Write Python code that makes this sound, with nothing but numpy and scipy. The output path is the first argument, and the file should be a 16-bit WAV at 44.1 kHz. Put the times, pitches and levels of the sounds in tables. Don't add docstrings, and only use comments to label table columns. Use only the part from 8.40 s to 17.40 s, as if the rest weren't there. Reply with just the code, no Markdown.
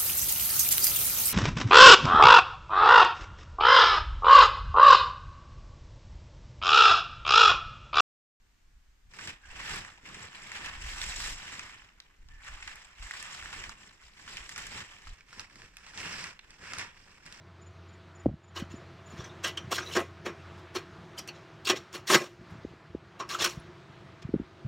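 import sys
import numpy as np
from scipy import signal
from scipy.fft import rfft, irfft
from scipy.io import wavfile

SR = 44100
rng = np.random.default_rng(int(sys.argv[2]) if len(sys.argv) > 2 else 0)


def wav_out(sig):
    wavfile.write(sys.argv[1], SR, np.round(np.clip(np.atleast_2d(sig).T, -1, 1) * 32767).astype(np.int16))


N = 396900
T = np.arange(N) / SR
HZ = np.fft.rfftfreq(4096, 1 / SR)
SIDE_CHANGE_S = 6.74

# t/s, knock peak level/dB, knock f/Hz, tick level/dB, tick f/Hz
BIG_SNAPS = [(0.736, -44, 1840, -57, 5600), (0.787, -36, 1750, -53.5, 4810), (0.873, -34, 1700, -40, 4870),
             (1.358, -31.5, 1500, -42, 7140), (1.447, -36, 1860, -58, 5540), (1.744, -41, 1950, -47, 4900),
             (2.117, -30, 2240, -44.5, 5880), (2.259, -39, 1940, -42, 4550), (2.42, -44, 1900, -50, 5630),
             (2.615, -46, 2100, -32.5, 4800), (3.193, -29, 2540, -39, 5320),
             (3.601, -47, 1935, -44.5, 4060), (3.886, -59, 1800, -56.5, 4060),
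             (4.046, -41, 1907, -60, 7730), (4.078, -40, 1580, -57, 5580), (4.225, -33, 2530, -61, 5050),
             (4.276, -29.5, 1940, -43, 5030), (4.356, -43, 1740, -50, 7200),
             (4.709, -25.5, 1970, -47, 7430), (4.736, -31, 1846, -53, 7810),
             (4.826, -36, 1930, -41.5, 7600), (5.024, -32.5, 1780, -58, 5160),
             (5.057, -33.5, 1770, -54, 3830), (5.128, -33, 1970, -60, 3520),
             (5.238, -32.5, 2130, -48, 5100), (5.293, -35.5, 1140, -41.5, 5270),
             (5.877, -34, 1770, -57, 5050), (5.969, -31, 2420, -42, 5610), (6.092, -33.5, 1900, -46, 7400),
             (6.16, -32, 2400, -43, 5120), (6.178, -32, 1980, -39, 7500), (6.267, -38.5, 1620, -42, 7600),
             (6.67, -39, 1270, -64, 7450), (6.807, -44, 2320, -59, 5040), (6.928, -43.5, 1475, -58, 4450),
             (6.995, -35, 1760, -37, 4530), (7.004, -41, 1360, -45, 5600), (7.156, -44.5, 1910, -54, 4900),
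             (7.218, -40, 1750, -52, 3600), (7.368, -39, 2500, -48, 7700), (7.465, -46.5, 1320, -53, 5100),
             (7.575, -45, 1900, -40, 4470), (7.84, -32, 2000, -39, 5700), (7.991, -37.5, 2800, -49, 3500),
             (8.105, -51, 1700, -50.5, 4940), (8.237, -39.5, 1860, -63, 5400),
             (8.334, -31, 1310, -38, 5570), (8.384, -37, 2500, -37, 5850), (8.394, -42, 1980, -42, 4600),
             (8.862, -44, 1940, -47, 5360), (8.924, -44, 1800, -45, 5600)]


def amp(db):
    return 10 ** (np.asarray(db) / 20)


def rms(x):
    return np.sqrt(np.mean(x ** 2) + 1e-20)


def curve(points, hz):
    f, value = np.transpose(points)
    return np.interp(np.log(hz + 1), np.log(f + 1), value)


def band(x, lo_hz, hi_hz, order=3):
    sos = signal.butter(order, [lo_hz, min(hi_hz, SR / 2 - 1)], "band", fs=SR, output="sos")
    return signal.sosfilt(sos, x)


def colour(x, db):
    log_gain = np.log(amp(np.r_[db, db[-2:0:-1]]))
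    taps = np.fft.ifft(np.exp(np.conj(signal.hilbert(log_gain)))).real
    return signal.oaconvolve(x, taps[None], axes=1)[:, :x.shape[1]]


def drift(rate_hz):
    rolloff = 1 + (np.fft.rfftfreq(N, 1 / SR) / rate_hz) ** 4
    slow = irfft(rfft(rng.standard_normal(N)) / rolloff, N)
    return slow / rms(slow)


def noise(spectrum, alike):
    shared, left, right = rng.standard_normal((3, N))
    white = np.sqrt(alike) * shared + np.sqrt(1 - alike) * np.array([left, right])
    x = irfft(rfft(white) * amp(curve(spectrum, np.fft.rfftfreq(N, 1 / SR))), N)
    return x / rms(x.mean(0))


def add(mix, s, sound):
    part = mix[:, max(round(s * SR), 0):][:, :sound.shape[1]]
    part += sound[:, :part.shape[1]]


def yard_air(level_db=-74):
    # f/Hz, level/dB
    spectrum = [(59, -18), (100, -8), (204, -6.5), (570, -17.5), (1700, -10.5), (4000, -18), (5600, -18),
                (7510, -19.5), (10100, -31.5), (15000, -29)]
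    return amp(level_db) * noise(spectrum, alike=.13)


def wind(lumpy_db=2, gain_db=.5, breeze_db=-63, breeze_db_per_s=-.3):
    # f/Hz, level/dB
    spectrum = [(10, -7), (25, 2.5), (42, -2), (65, -8), (100, -18), (160, -32), (300, -40), (800, -93)]
    # peak t/s, length/s, level/dB
    gusts = [(0.355, 0.087, -53), (0.665, 0.078, -50), (1.15, 0.24, -49), (1.36, 0.22, -51.5),
             (2.455, 0.084, -37), (2.608, 1, -44.5), (2.932, 0.27, -47), (3.9, 0.28, -49),
             (4.137, 0.13, -44.5), (4.29, 0.32, -55), (4.635, 0.12, -44), (5.05, .1, -54.5),
             (5.25, 0.22, -54), (6.002, .2, -56), (6.278, .25, -56.5), (6.698, 0.12, -48.5),
             (7.196, .12, -59.5), (7.68, 0.14, -65)]
    rumble = noise(spectrum, alike=.97) * amp(lumpy_db * drift(9))
    power = amp(breeze_db + breeze_db_per_s * T) ** 2
    for s, length_s, db in gusts:
        swell = np.cos(np.pi * np.clip((T - s) / length_s, -.5, .5))
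        power += (amp(db) * swell) ** 2
    return rumble / rms(rumble) * amp(gain_db) * np.sqrt(power)


def pull(take_up_s=.06, grab_s=.7):
    # start t/s, length/s, crinkle level at the end of the pull/dB, swell/dB,
    # settling/(dB/s), relative treble of sharp creases/dB, relative bass of flexing folds/dB
    tugs = [(0.688, .21, -41.5, 15, 300, -6.5, -7.5), (0.978, 0.22, -44, 21, 75, -9.5, -11.5),
            (1.186, 0.16, -40, 7, 86, -6, -9), (1.608, 0.24, -46.5, 3, 230, -9, -7.5),
            (1.863, .39, -42, 13, 64, -8.5, -10), (2.371, .31, -42.5, 7, 58, -3.5, -12),
            (2.726, 0.2, -43.5, 1, 283, -.5, -11), (2.923, .24, -45, 4, 52.5, -7, -11),
            (3.84, 0.17, -61.5, 8, 100, -9.5, -18), (4.007, 0.16, -50, -1.5, 46, -9, -16.5),
            (4.213, 0.063, -49.5, 2, 41, -7, -14), (4.546, 0.27, -45, 9, 77, -5.5, -15),
            (4.858, 0.21, -48, -0.5, 75, -6, -11), (5.082, .2, -48, -2, 170, -6.5, -7),
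            (5.344, 0.1, -56.5, 0, 58, -5.5, -6.5), (5.576, 0.077, -60.5, 1.5, 78, -5.5, -17),
            (5.697, .255, -47.5, 15.5, 61, -5, -8.5), (6.042, 0.082, -50, 0.5, 350, -1, -11),
            (6.129, 0.053, -43.5, 3.5, 42, -4.5, -10), (6.27, 0.14, -43, 8.5, 382, -7, -6),
            (6.45, 0.28, -57.5, 3.5, 126, -5.5, -8.5), (6.839, 0.16, -47.5, 16, 183, -5.5, -10),
            (7.071, 0.19, -56.5, 2, 177, -5, -4), (7.287, 0.26, -50.5, 15.5, 89, -6, -10),
            (7.544, 0.32, -44, -3.5, 163, -7, -9), (8.01, 0.17, -59, 0.5, 150, -9, -5.5),
            (8.171, .24, -40.5, 13.5, 172, -8, -9.5), (8.504, 0.18, -59, 4.5, 50, -6.5, -4),
            (8.807, 0.16, -53.5, -1.5, 80, -7, -8.5)]
    power = amp([[-75], [-84.5], [-74]]) ** 2 * (T > grab_s)
    settle_speed = np.array([[1], [1.25], [1]])
    t = T[:SR]
    attack = np.minimum(t / take_up_s, 1)
    for start_s, length_s, db, swell_db, settle_db_per_s, treble_db, bass_db in tugs:
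        pull_db = db - swell_db * np.maximum(1 - t / length_s, 0) + np.array([[0], [treble_db], [bass_db]])
        fade_db = settle_speed * settle_db_per_s * np.maximum(t - length_s, 0)
        add(power, start_s, (attack * amp(pull_db - fade_db)) ** 2)
    return 10 * np.log10(power + 1e-12)


def crease(hz, cycles, tick_s, size=512):
    t = T[:size]
    ring = np.sin(2 * np.pi * hz * t) * np.exp(-t * hz / cycles)
    tick = rng.standard_normal(size) * np.exp(-t / tick_s)
    return ring / np.linalg.norm(ring), tick / np.linalg.norm(tick)


def arrive(click, lag_ms, spread_ms, bounce=.65, count=5):
    lag = lag_ms + spread_ms * rng.standard_normal()
    phase_per_ms = -2j * np.pi * HZ / 1000
    direct = np.exp(phase_per_ms * np.array([[1 + lag / 2], [1 - lag / 2]]))
    late_ms = rng.uniform(2.192, 6.5, count) + rng.normal(0, .1, (2, count))
    bounces = rng.uniform(-1, 1, count)[:, None] * np.exp(phase_per_ms * late_ms[..., None])
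    paths = direct + bounce * bounces.sum(1)
    return irfft(rfft(click, 2 * len(HZ) - 2) * paths)[:, :len(HZ) // 2]


def crackle(per_s, lag_ms, size_db=1.5, ring_share=.63, shift_db=3, panels=36):
    out = np.zeros((2, N))
    onsets = np.flatnonzero(rng.random(N) < per_s / SR)
    size = amp(size_db * np.minimum(rng.exponential(1, N), 4.9))
    kick = size * rng.choice([-1, 1], N) / np.sqrt(per_s)
    panel = rng.integers(0, panels, N)
    for group in np.array_split(np.arange(panels), 6):
        busy = amp(shift_db * np.clip(drift(17.2), -2, 2))
        for k in group:
            hz = 800 * 10 ** (k / panels)
            ring, tick = crease(hz, cycles=1.9, tick_s=.00084)
            train, hits = np.zeros(N), onsets[panel[onsets] == k]
            train[hits] = kick[hits] * busy[hits]
            click = arrive(tick + ring_share * np.sqrt(hz / 3000) * ring, lag_ms, spread_ms=.0265)
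            out += signal.oaconvolve(train[None], click, axes=1)[:, :N]
    return out / rms(out)


def port_db():
    # f/Hz, width/Hz, boost/dB
    ports = [(1800, 640, 5), (5616, 2300, 3.5), (7630, 1300, 7)]
    return sum(db / (1 + (2 * (HZ - hz) / width) ** 2) for hz, width, db in ports)


def crinkle(level_db, treble_db, spectrum, lag_ms, body_db, edge_db, clump_db=1.5):
    creases_per_s = np.clip(3200 * amp(.8 * (level_db + 48)), 700, 12000)
    grains = crackle(creases_per_s, lag_ms) * amp(clump_db * drift(55))
    hiss = .4 * rng.standard_normal((2, N))
    film = colour(grains + hiss, curve(spectrum, HZ) + port_db())
    body, edge = band(film, 620, 3200), band(film, 3600, 20000)
    body = body / rms(body.mean(0)) * amp(body_db)
    edge = edge / rms(edge.mean(0)) * amp(edge_db + treble_db - level_db)
    sheen = signal.sosfiltfilt(signal.butter(4, 8500, "high", fs=SR, output="sos"), edge)
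    sheen_db = .35 * np.clip(treble_db + 50, -3, 10)
    return (body + edge + sheen * (amp(sheen_db) - 1)) * amp(level_db + tension())


def folds(flex_db, gain_db=-1.5, flap_db=2, left_lag_ms=-.39, right_lag_ms=.3):
    # f/Hz, level/dB
    spectrum = [(30, -26), (55, -12), (80, 2.5), (120, -0.5), (190, -1), (250, -6), (400, -6.5),
                (560, -11.5), (750, -14), (1500, -61.5)]
    rustle = noise(spectrum, alike=1) * amp(flap_db * drift(40))
    lag_s = np.where(T < SIDE_CHANGE_S, left_lag_ms, right_lag_ms) / 1000
    rustle[0] = np.interp(T - lag_s, T, rustle[0])
    return rustle / rms(rustle) * amp(gain_db + flex_db)


def yard_echo(x, echoes_per_s=2500, predelay_s=.014, size=22050):
    # f/Hz, T60/s
    decay = [(200, 0.53), (2000, 0.2), (8000, 0.16), (15000, 0.076)]
    taps = rng.standard_normal((2, size)) * (rng.random((2, size)) < echoes_per_s / SR)
    hz, t, frames = signal.stft(taps * (T[:size] > predelay_s), SR, nperseg=256)
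    tail = signal.istft(frames * amp(-60 * t / curve(decay, hz)[:, None]), SR)[1]
    return signal.fftconvolve(x, tail / np.linalg.norm(tail[0]), axes=1)[:, :N]


def tension(hold_db=3, hold_s=.028, release_db=2, release_s=.0091):
    db = np.zeros(N)
    for s, *_ in BIG_SNAPS:
        near = abs(T - s) < .15
        t = T[near] - s
        hush = -hold_db * np.exp(-abs(t) / hold_s)
        flurry = release_db * np.exp(-abs(t) / release_s)
        db[near] += np.where(t < 0, hush, flurry)
    return db


def burst(hz, ring_s, rattle_s, rattle_share, size=900):
    t = T[:size]
    ring = np.sin(2 * np.pi * hz * t) * np.exp(-t / ring_s)
    rattle = band(rng.standard_normal(size) * np.exp(-t / rattle_s), .6 * hz, 1.45 * hz, order=2)
    return ring / rms(ring) + rattle_share * rattle / rms(rattle)


def snap(s, knock_db, knock_hz, tick_db, tick_hz, left_lag_ms=-.12, right_lag_ms=.062):
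    lag_ms = left_lag_ms if s < SIDE_CHANGE_S else right_lag_ms
    knock = band(burst(knock_hz, ring_s=.002, rattle_s=.0035, rattle_share=.9), 850, 3400, order=2)
    tick = band(burst(tick_hz, ring_s=.00025, rattle_s=.0016, rattle_share=1.3), 3000, 9000, order=1)
    out = 0
    for layer, db in (knock, knock_db), (tick, tick_db):
        stereo = arrive(layer, lag_ms, spread_ms=.02, bounce=.2)
        out = out + amp(db) * stereo / rms(stereo[:, 40:260])
    return out


def snaps(crinkle_db, treble_db, crest_db=8, tick_gain_db=-1, small_per_s=12):
    out = np.zeros((2, N))
    for s, peak_db, knock_hz, tick_db, tick_hz in BIG_SNAPS:
        add(out, s, snap(s, peak_db - crest_db, knock_hz, tick_db + tick_gain_db, tick_hz))
    for when, size, bright, panel in rng.random((round(small_per_s * N / SR), 4)):
        i, pitch = int(when * N), 2 ** (panel - .5)
        knock_db = crinkle_db[i] + 2 * size - 1.5
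        tick_db = treble_db[i] + tick_gain_db + 2 * (size + bright - 1)
        add(out, T[i], snap(T[i], knock_db, 1950 * pitch, tick_db, 5350 * pitch))
    return out


def rim_rubs(width_hz=170):
    # t/s, length/s, level/dB, f/Hz
    rubs = [(1.002, 0.1516, -60, 1620), (2.289, 0.11, -57, 1840), (3.887, .16, -62.5, 1770)]
    out = np.zeros((2, N))
    for s, length_s, db, hz in rubs:
        drag = rng.standard_normal((2, round(length_s * SR)))
        rim = signal.iirpeak(hz, hz / width_hz, fs=SR)
        tone = signal.lfilter(*rim, signal.lfilter(*rim, drag + drag.mean(0)))
        add(out, s, amp(db) * tone / rms(tone) * signal.windows.tukey(tone.shape[1], .5))
    return out


def shade(x, tilt):
    db = curve(tilt, np.fft.rfftfreq(N, 1 / SR))
    return irfft(rfft(x) * amp(np.array([db, -db]) / 2), N)


def scene(echo_db=-15.5):
    # f/Hz, level/dB
    colour_left = [(290, -45.5), (500, -1.5), (684, -9.5), (883, -4), (1370, -3), (1910, 0), (2530, -1),
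                   (4290, -10), (5460, -8.5), (6390, -14.5), (7580, -13), (8490, -17.5), (15000, -31.5)]
    colour_right = [(290, -25), (500, -1.5), (665, -12), (1050, -3.5), (1280, -5), (1830, -3.5), (2610, -1),
                    (4050, -12.5), (5540, -7), (6390, -15.5), (7680, -13), (10100, -22.5), (15000, -35)]
    # f/Hz, left minus right level/dB
    tilt_left = [(200, -0.5), (380, -3), (700, 5), (1200, -4.5), (2380, 0), (4400, -4), (7000, 3),
                 (12000, -4.5)]
    tilt_right = [(200, 0.5), (700, -6.5), (1290, 1.5), (2380, -3.5), (4400, -6), (7000, 2), (12000, -5)]
    on_left = T < SIDE_CHANGE_S
    crinkle_db, treble_db, bass_db = pull()
    left = crinkle(crinkle_db, treble_db, colour_left, lag_ms=-.12, body_db=-1.55, edge_db=.83)
    right = crinkle(crinkle_db, treble_db, colour_right, lag_ms=.076, body_db=-1.5, edge_db=-.8)
    sheet = np.where(on_left, left, right) + snaps(crinkle_db, treble_db) + rim_rubs()
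    sheet = sheet + amp(echo_db) * yard_echo(sheet) + folds(bass_db)
    sheet = np.where(on_left, shade(sheet, tilt_left), shade(sheet, tilt_right))
    return sheet + wind() + yard_air()


def record(dry, cutoff_hz=15500):
    lowpass = signal.firwin(511, cutoff_hz, window=("kaiser", 9), fs=SR)
    return signal.oaconvolve(dry, lowpass[None], "same")


dry = scene()
out = record(dry)
wav_out(out)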